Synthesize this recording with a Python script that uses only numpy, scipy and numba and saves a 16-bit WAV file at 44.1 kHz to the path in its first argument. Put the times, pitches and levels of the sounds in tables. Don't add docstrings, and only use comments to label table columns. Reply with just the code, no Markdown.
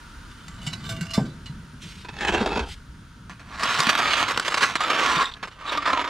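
import sys
import numpy as np
from scipy import signal
from scipy.fft import rfft, irfft
from scipy.io import wavfile
from scipy.ndimage import uniform_filter1d
from numba import njit

SR = 44100
rng = np.random.default_rng(int(sys.argv[2]) if len(sys.argv) > 2 else 0)


def put_to_file(sound):
    columns = np.atleast_2d(sound).T
    safe = np.clip(columns, -1, 1)
    whole_steps = np.round(safe * 32767)
    wavfile.write(sys.argv[1], SR, whole_steps.astype(np.int16))


N = 268569
TIME = np.arange(N) / SR


def undb(db):
    return 10 ** (np.asarray(db) / 20)


def unit(x):
    return x / np.sqrt(np.mean(x ** 2))


def noise():
    return rng.standard_normal(N)


def band(x, lo_hz, hi_hz):
    return signal.sosfilt(signal.butter(2, [lo_hz, hi_hz], "bandpass", fs=SR, output="sos"), x)


def low_pass(x, hz):
    return signal.lfilter(*signal.butter(1, hz, fs=SR), x)


def curves(table):
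    s, *columns = np.transpose(table)
    fade_db = np.interp(TIME, [s[0] - .02, s[0], s[-1], s[-1] + .02], [-60, 0, 0, -60])
    return fade_db, [np.interp(TIME, s, column) for column in columns]


def colour(x, points, modes=(), size=8192):
    hz = np.maximum(np.arange(size // 2 + 1) * SR / size, 1)
    points_hz, points_db = np.transpose(points)
    gain = undb(np.interp(np.log(hz), np.log(points_hz), points_db))
    for mode_hz, width_hz, db in modes:
        gain = gain * np.sqrt(1 + (undb(2 * db) - 1) / (1 + (2 * (hz - mode_hz) / width_hz) ** 2))
    cepstrum = irfft(np.log(gain))
    cepstrum[1:size // 2] *= 2
    cepstrum[size // 2 + 1:] = 0
    response = irfft(np.exp(rfft(cepstrum)))[:size // 2]
    return signal.fftconvolve(x, response)[:N]


def walk(rate_hz):
    hold = int(SR / rate_hz)
    levels = rng.standard_normal(N // 100)
    return unit(uniform_filter1d(levels[np.arange(N) // hold], hold))


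def burst(s, t60_s, rise_s):
    span = slice(int(s * SR), int((s + .4) * SR))
    t = np.maximum(TIME[span] - s, 0)
    out = np.zeros(N)
    out[span] = (1 - np.exp(-t / rise_s)) * 1000 ** (-t / max(t60_s, .005))
    return out


def burst_power(s, db, t60_s, rise_s):
    return (undb(db) * burst(s, t60_s, rise_s)) ** 2


def grit(per_s, spread_db, patchy_db):
    size_db = spread_db * np.minimum(rng.exponential(size=N), 3.5)
    struck = rng.random(N) < per_s / SR
    grains = struck * noise() * undb(size_db)
    patches = 1.4 * np.minimum(walk(55), .8) + 1.2 * walk(150)
    return unit(grains * undb(patchy_db * patches))


def scatter(x, t60_s, rate_hz, count=3):
    t = TIME[:6000]
    tails = rng.standard_normal((count, len(t))) * 1000 ** (-t / t60_s)
    shares = np.array([walk(rate_hz) for _ in tails])
    shares = shares / np.linalg.norm(shares, axis=0)
    return sum(signal.fftconvolve(share * x, tail / np.linalg.norm(tail))[:N]
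               for share, tail in zip(shares, tails))


def wander(x, db, rate_hz):
    out = 0
    for hz in 400 * 2. ** np.arange(5):
        low = low_pass(x, hz)
        out = out + undb(db * np.tanh(walk(rate_hz))) * low
        x = x - low
    return out + undb(db * np.tanh(walk(rate_hz))) * x


@njit
def glide(x, hz, width):
    y, b, l = np.empty(len(x)), 0., 0.
    for i in range(len(x)):
        g, k = np.tan(np.pi * hz[i] / SR), width / hz[i]
        v = (b + g * (x[i] - l)) / (1 + g * (g + k))
        b, l, y[i] = 2 * v - b, l + 2 * g * v, k * v
    return y


BEND_WIDTHS = 0.86
HOLLOW_WIDTH_HZ, HOLLOW_DB, HOLLOW_FLUTTER_RATIO = 48., -5, 0.038


def resound(push, body, modes, free_db, shift_db, hollow):
    rung = 0
    for hz, width_hz, db in modes:
        drive = push * undb(free_db + shift_db * np.tanh(walk(24.15)))
        centre_hz = hz + BEND_WIDTHS * width_hz * walk(9)
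        rung = rung + (undb(db) - 1) * glide(drive, centre_hz, float(width_hz))
    if hollow:
        centre_hz = np.interp(TIME, *np.transpose(hollow)) * (1 + HOLLOW_FLUTTER_RATIO * walk(30))
        rung = rung + glide(push * undb(free_db + HOLLOW_DB), centre_hz, HOLLOW_WIDTH_HZ)
    return colour(push + rung, body)


def force(level, lift_db, grains):
    soft = low_pass(grains, 3500)
    return level * (soft + undb(lift_db) * (grains - soft))


SNAP_DB, SNAP_T60_S = 3.5, 0.0055


def drag(rasp, catches, body, modes, spread_db, patchy_db, wander_db, edge_db, rise, ring_db, ring_t60_s, shift_db,
         hollow=()):
    rasp_db, sharp_db, free_db = rasp
    power = np.zeros(N)
    for s, db, t60_s in catches:
        power += burst_power(s, db, t60_s, rise * t60_s)
        power += burst_power(s, db + SNAP_DB, SNAP_T60_S, .0002)
    rub = grit(6000, spread_db, patchy_db)
    rasping = force(undb(rasp_db), sharp_db, rub)
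    catching = force(np.sqrt(power), sharp_db + edge_db, grit(14000, 1.6, 1.0))
    push = wander(rasping + catching, wander_db, rate_hz=18)
    push = push + undb(ring_db) * scatter(push, ring_t60_s, rate_hz=7)
    body_gain = np.std(colour(rub, body, modes))
    return resound(push, body, modes, free_db, shift_db, hollow) / body_gain


def pull(table):
    fade_db, (db, sharp_db) = curves(table)
    return db + fade_db, sharp_db, 0


def shove(start_s, end_s, first_db, last_db, start_db_per_s=200, stop_db_per_s=224):
    db = np.interp(TIME, [start_s, end_s], [first_db, last_db])
    db = db - start_db_per_s * np.maximum(start_s - TIME, 0) - stop_db_per_s * np.maximum(TIME - end_s, 0)
    return undb(2 * db)


def shoves(table):
    power = np.array([shove(*row[:4]) for row in table])
    total = power.sum(axis=0)
    sharp_db, free_db = np.transpose(table)[4:] @ power / total
    return 10 * np.log10(total), sharp_db, free_db


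# time in seconds, level in dB.
BURNER = [(0, -47.5), (1.7, -51), (3, -53.5), (5.5, -57), (6.09, -63)]
# frequency in Hz, relative density in dB per Hz.
HISS = [(150, -28.5), (250, -1), (376, -15), (754, -21.5), (1300, -9.5), (2280, -17.5), (3310, -16),
        (3540, -17), (8280, -25), (9170, -16), (10300, -36), (14500, -39)]
# centre in Hz, width in Hz, gain in dB.
HISS_MODES = [(934, 31, 12.5), (1455, 280, 7), (8440, 1850, -9.5)]
# time in seconds, ground level in dB, deep level in dB.
RUMBLE = [(0, -54.5, -48), (.46, -48, -44), (.86, -35, -41), (1.4, -44, -46), (2.07, -44.5, -47),
          (2.37, -57, -29), (2.83, -50, -47), (3.5, -47.5, -44.5), (4.04, -46.5, -52), (5.45, -53, -51),
          (6.09, -56, -45)]


def yard():
    _, (ground_db, deep_db) = curves(RUMBLE)
    apart = np.array([[1], [-1]])
    mid, side = (unit(colour(noise(), HISS, HISS_MODES)) for _ in range(2))
    hiss_db = np.interp(TIME, *np.transpose(BURNER)) + 0.058 * walk(1.9)
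    hiss = undb(hiss_db) * (mid + 0.43 * side * apart)
    ground = undb(ground_db + 2.0 * walk(18)) * unit(band(noise(), 99.0, 204))
    mid, side = (unit(band(noise(), 27.6, 82.4)) for _ in range(2))
    deep = undb(deep_db + 2.5 * walk(6)) * (mid + .08 * side * apart)
    return hiss + ground + deep


# time in seconds, drive in dB, sharpness as treble lift in dB.
BOWL_DRAG = [(.3, -52.5, -18), (.6, -51, -14.5), (.8, -46, -19.5), (.9, -43.5, -11.5), (1.15, -37.5, -6.5),
             (1.27, -49.5, -5), (1.56, -99, -23)]
# start in seconds, drive in dB, t60 in seconds.
BOWL_CATCH = [(0.482, -33, 0.021), (.619, -36, 0.51), (0.665, -22.5, 0.079), (0.731, -26, 0.064),
              (0.841, -37, 0.32), (0.892, -26, 0.12), (0.965, -36.5, 0.03), (1.01, -26.5, 0.046),
              (1.106, -30.5, 0.043), (1.136, -27, 0.13), (1.459, -36.5, 0.11)]
# frequency in Hz, relative gain in dB.
BOWL = [(290, -48), (500, -23), (665, -6.5), (859, -3), (4410, -6), (7470, -7), (15000, -30)]
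# centre in Hz, width in Hz, nominal gain over the broad part in dB.
BOWL_MODES = [(665.6, 4.8, 20.7), (1175, 13, 13.7), (1522, 35, 15), (2020, 28, 12.8), (2267, 45, 11),
              (2936, 96, 14), (3570, 31, 15), (4040, 90, 13.5), (4520, 110, 11), (5300, 39, 7.9),
              (6030, 43, 5), (7360, 110, 11)]


def bowl():
    return drag(pull(BOWL_DRAG), BOWL_CATCH, BOWL, BOWL_MODES, spread_db=2.5, patchy_db=2.5, wander_db=2.0,
                edge_db=14.5, rise=0.046, ring_db=-8.0, ring_t60_s=0.21, shift_db=8.0)


# start in seconds, level before the rise in dB, pitch in Hz, t60 in seconds.
THUDS = [(0.491, -23.5, 164, 0.05), (0.672, -11, 150, 0.062), (1.012, -11, 160.4, 0.078),
         (1.179, 10.5, 203, 0.026), (1.496, -14.5, 141, 0.07), (2.407, -9.5, 220, 0.047),
         (2.604, -22, 61.3, 0.22), (2.888, -28, 60, 0.21), (3.79, -14.5, 149, 0.057),
         (3.871, -1, 226, 0.024), (5.165, -15.5, 161, 0.067)]
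# start in seconds, level before the rise in dB, t60 in seconds,
# band low in Hz, band high in Hz.
SET_DOWN = [(1.176, -18.5, 0.097, 406, 850), (1.19, -20, 0.38, 112, 244)]


def thuds():
    out = np.zeros(N)
    for s, db, hz, t60_s in THUDS:
        out += undb(db) * burst(s, t60_s, 0.0081) * np.sin(2 * np.pi * hz * (TIME - s))
    for s, db, t60_s, lo_hz, hi_hz in SET_DOWN:
        out += undb(db) * burst(s, t60_s, 0.032 * t60_s) * unit(band(noise(), lo_hz, hi_hz))
    return out


# time in seconds, level in dB.
BRUSH = [
    [(1.78, -80), (1.822, -44), (2.06, -53)],
    [(2.66, -50), (2.724, -39), (2.8, -67)],
]
# frequency in Hz, relative density in dB per Hz.
CLOTH = [(940, -35), (1600, -16.5), (2970, -9.5), (3290, -10.5), (9220, -26), (15000, -47)]


def brush():
    fibres = unit(colour(grit(per_s=24000, spread_db=-0.5, patchy_db=1.5), CLOTH))
    return sum(undb(fade_db + db) * fibres for fade_db, (db,) in map(curves, BRUSH))


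# time in seconds, drive in dB, sharpness as treble lift in dB.
BASIN_DRAG = [(2.02, -81, 8), (2.14, -47, 12.5), (2.19, -33.5, 14), (2.42, -25, -0.5), (2.54, -29, 7),
              (2.62, -31.5, 4), (2.7, -51, 2)]
# start in seconds, drive in dB, t60 in seconds.
BASIN_CATCH = [(2.047, -33, 0.06), (2.086, -31.5, 0.06), (2.208, -23.5, 0.09), (2.249, -17.5, 0.032),
               (2.282, -14, 0.076), (2.324, -16, 0.29), (2.347, -12.5, 0.022), (2.405, -15.5, 0.15),
               (2.46, -14, 0.046), (2.492, -23.5, 0.043), (2.574, -16.5, 0.034), (2.593, -20.5, 0.064)]
# frequency in Hz, relative gain in dB.
BASIN = [(88, -78), (150, -5.5), (416, 4.5), (567, -5.5), (1510, -8.5), (7500, -32), (15000, -62)]
# centre in Hz, width in Hz, nominal gain over the broad part in dB.
BASIN_MODES = [(211, 31, 4.8), (934, 88, 11.5), (1514, 165, 8.6), (2633, 93, 12.5), (3080, 340, 8),
               (3740, 60, 8.5), (4180, 150, 5.5)]


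def basin():
    return drag(pull(BASIN_DRAG), BASIN_CATCH, BASIN, BASIN_MODES, spread_db=3.0, patchy_db=2.0, wander_db=1.0,
                edge_db=1, rise=0.034, ring_db=-10, ring_t60_s=0.17, shift_db=3.5)


# full from in seconds, full until in seconds, first drive in dB, last drive in dB,
# sharpness as treble lift in dB, freedom to ring in dB.
TRAY_SHOVES = [(3.35, 3.54, -63, -38.5, -3, -12), (3.63, 3.915, -28, -25, 1.5, -20),
               (3.985, 4.235, -23, -22.5, -0.5, -8), (4.3, 4.72, -33, -30.5, -1, -18),
               (4.86, 5.22, -22, -21.5, -4, 5), (5.34, 5.56, -51, -53, -8, -8),
               (5.7, 5.76, -26, -28.5, -8.5, 13.5), (5.88, 6.09, -24, -33, -15, 13.5)]
# start in seconds, drive in dB, t60 in seconds.
TRAY_CATCH = [(3.296, -32, 0.13), (3.396, -36.5, 0.1), (3.595, -27, 0.036), (3.633, -19, 0.046),
              (3.688, -18.5, 0.2), (3.788, -16.5, 0.11), (3.803, -11, 0.016), (3.834, -15.5, 0.025),
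              (3.868, -13, 0.024), (3.892, -10, 0.066), (3.93, -23, 0.015), (3.952, -14.5, 0.026),
              (3.978, -17, 0.051), (3.987, -13.5, 0.06), (4.044, -21.5, 0.054), (4.134, -15.5, 0.061),
              (4.227, -11, 0.02), (4.19, -20.5, .1), (4.28, -16, 0.088), (4.309, -16, 0.057),
              (4.375, -9, 0.018), (4.397, -10.5, 0.02), (4.45, -25, 0.23), (4.48, -12.5, 0.03),
              (4.503, -22.5, 0.16), (4.542, -11.5, 0.038), (4.572, -14.5, 0.063), (4.608, -18, 0.11),
              (4.622, -12, 0.12), (4.755, -12.5, 0.051), (4.806, -16, 0.11), (4.837, -15.5, 0.014),
              (4.901, -14, 0.058), (5.153, -24, 0.13), (5.368, -36, 0.038), (5.428, -21.5, 0.093),
              (5.474, -25, 0.049), (5.514, -36.5, 0.092), (5.611, -34, .03), (5.72, -15, 0.081),
              (5.774, -12.5, 0.031), (5.822, -20, 0.065), (5.856, -16, 0.14), (5.873, -12, 0.041),
              (5.891, -15, 0.083), (5.931, -9, 0.034), (5.974, -14, 0.031), (5.994, -16, 0.072),
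              (6.014, -15, 0.029), (6.043, -15, 0.054), (6.075, -22, 0.036)]
# frequency in Hz, relative gain in dB.
TRAY = [(88, -45), (150, -24), (267, -10.5), (357, -12), (701, -8), (818, -9), (1130, 0.5), (4200, -15),
        (7640, -25.5), (10700, -38.5), (12600, -40.5), (15000, -58)]
# centre in Hz, width in Hz, nominal gain over the broad part in dB.
TRAY_MODES = [(288, 8.9, 3.4)]
# time in seconds, centre before flutter in Hz.
TRAY_HOLLOW = [(3.5, 980), (3.75, 1050), (4.1, 1280), (4.8, 1240), (5.05, 1100), (5.22, 1000), (5.45, 1050),
               (5.72, 1103), (6.09, 1000)]


def tray():
    return drag(shoves(TRAY_SHOVES), TRAY_CATCH, TRAY, TRAY_MODES, spread_db=1.94, patchy_db=1.0, wander_db=2.2,
                edge_db=5.0, rise=0.058, ring_db=-10.0, ring_t60_s=0.038, shift_db=7.5, hollow=TRAY_HOLLOW)


# full from in seconds, full until in seconds,
# first level in dB, last level in dB, band low in Hz, band high in Hz.
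TRAY_SKIMS = [(3.65, 4.378, -31, -39.5, 2700, 3700), (4.46, 5.073, -47, -42, 3380, 3800),
              (5.163, 5.3, -32, -44, 3550, 3730), (5.674, 5.81, -35.5, -43, 3400, 3870)]
# start in seconds, level in dB, t60 in seconds.
EDGE_CHIRPS = [(5.254, -30, .08), (5.313, -36, 0.056), (5.338, -32.5, 0.047)]
OVERTONE_DB = -21.5


def skim():
    grains = grit(per_s=5000, spread_db=1.8, patchy_db=1.8)
    chirp = np.sqrt(sum(burst_power(s, db, t60_s, .0005) for s, db, t60_s in EDGE_CHIRPS))
    whistles = [np.sqrt(shove(*row[:4], start_db_per_s=760, stop_db_per_s=851.2)) for row in TRAY_SKIMS]
    out = sum(level * unit(band(grains, *row[4:])) for level, row in zip(whistles, TRAY_SKIMS))
    out = out + chirp * unit(band(grains, 3200, 4050))
    overtone = unit(band(grains, 7240, 7750))
    return out + undb(OVERTONE_DB) * (sum(whistles) + chirp) * overtone


# frequency in Hz, difference in dB.
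SHADOW = [(150, 1.5), (1300, -2), (3500, -5), (9000, 1)]


def place(x, side, echo_db, t60_s=0.0081):
    bright = signal.lfilter(*signal.butter(1, 8000, "high", fs=SR), x)
    ports = []
    for sign in (1, -1):
        direct = colour(x, [(hz, sign * side * db / 2) for hz, db in SHADOW])
        ports.append(direct + undb(echo_db) * scatter(bright, t60_s, rate_hz=14))
    return np.array(ports)


def scene():
    return (yard() + place(bowl(), side=0.74, echo_db=-1.0) + thuds()
            + place(brush() + basin(), side=0.58, echo_db=-1.5)
            + place(tray() + skim(), side=0.93, echo_db=-1.0))


def record(dry, ceiling=0.6):
    hz = np.arange(N // 2 + 1) * SR / N
    lag = np.exp(-2j * np.pi * hz / SR / (1 + (hz / 6000) ** 4))
    ports = np.array([irfft(rfft(dry[0]) * lag, N), dry[1]])
    rounded = ceiling * np.tanh(ports / ceiling)
    return signal.sosfilt(signal.ellip(10, .2, 80, 15500, fs=SR, output="sos"), rounded)


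dry = scene()
out = record(dry)
put_to_file(out)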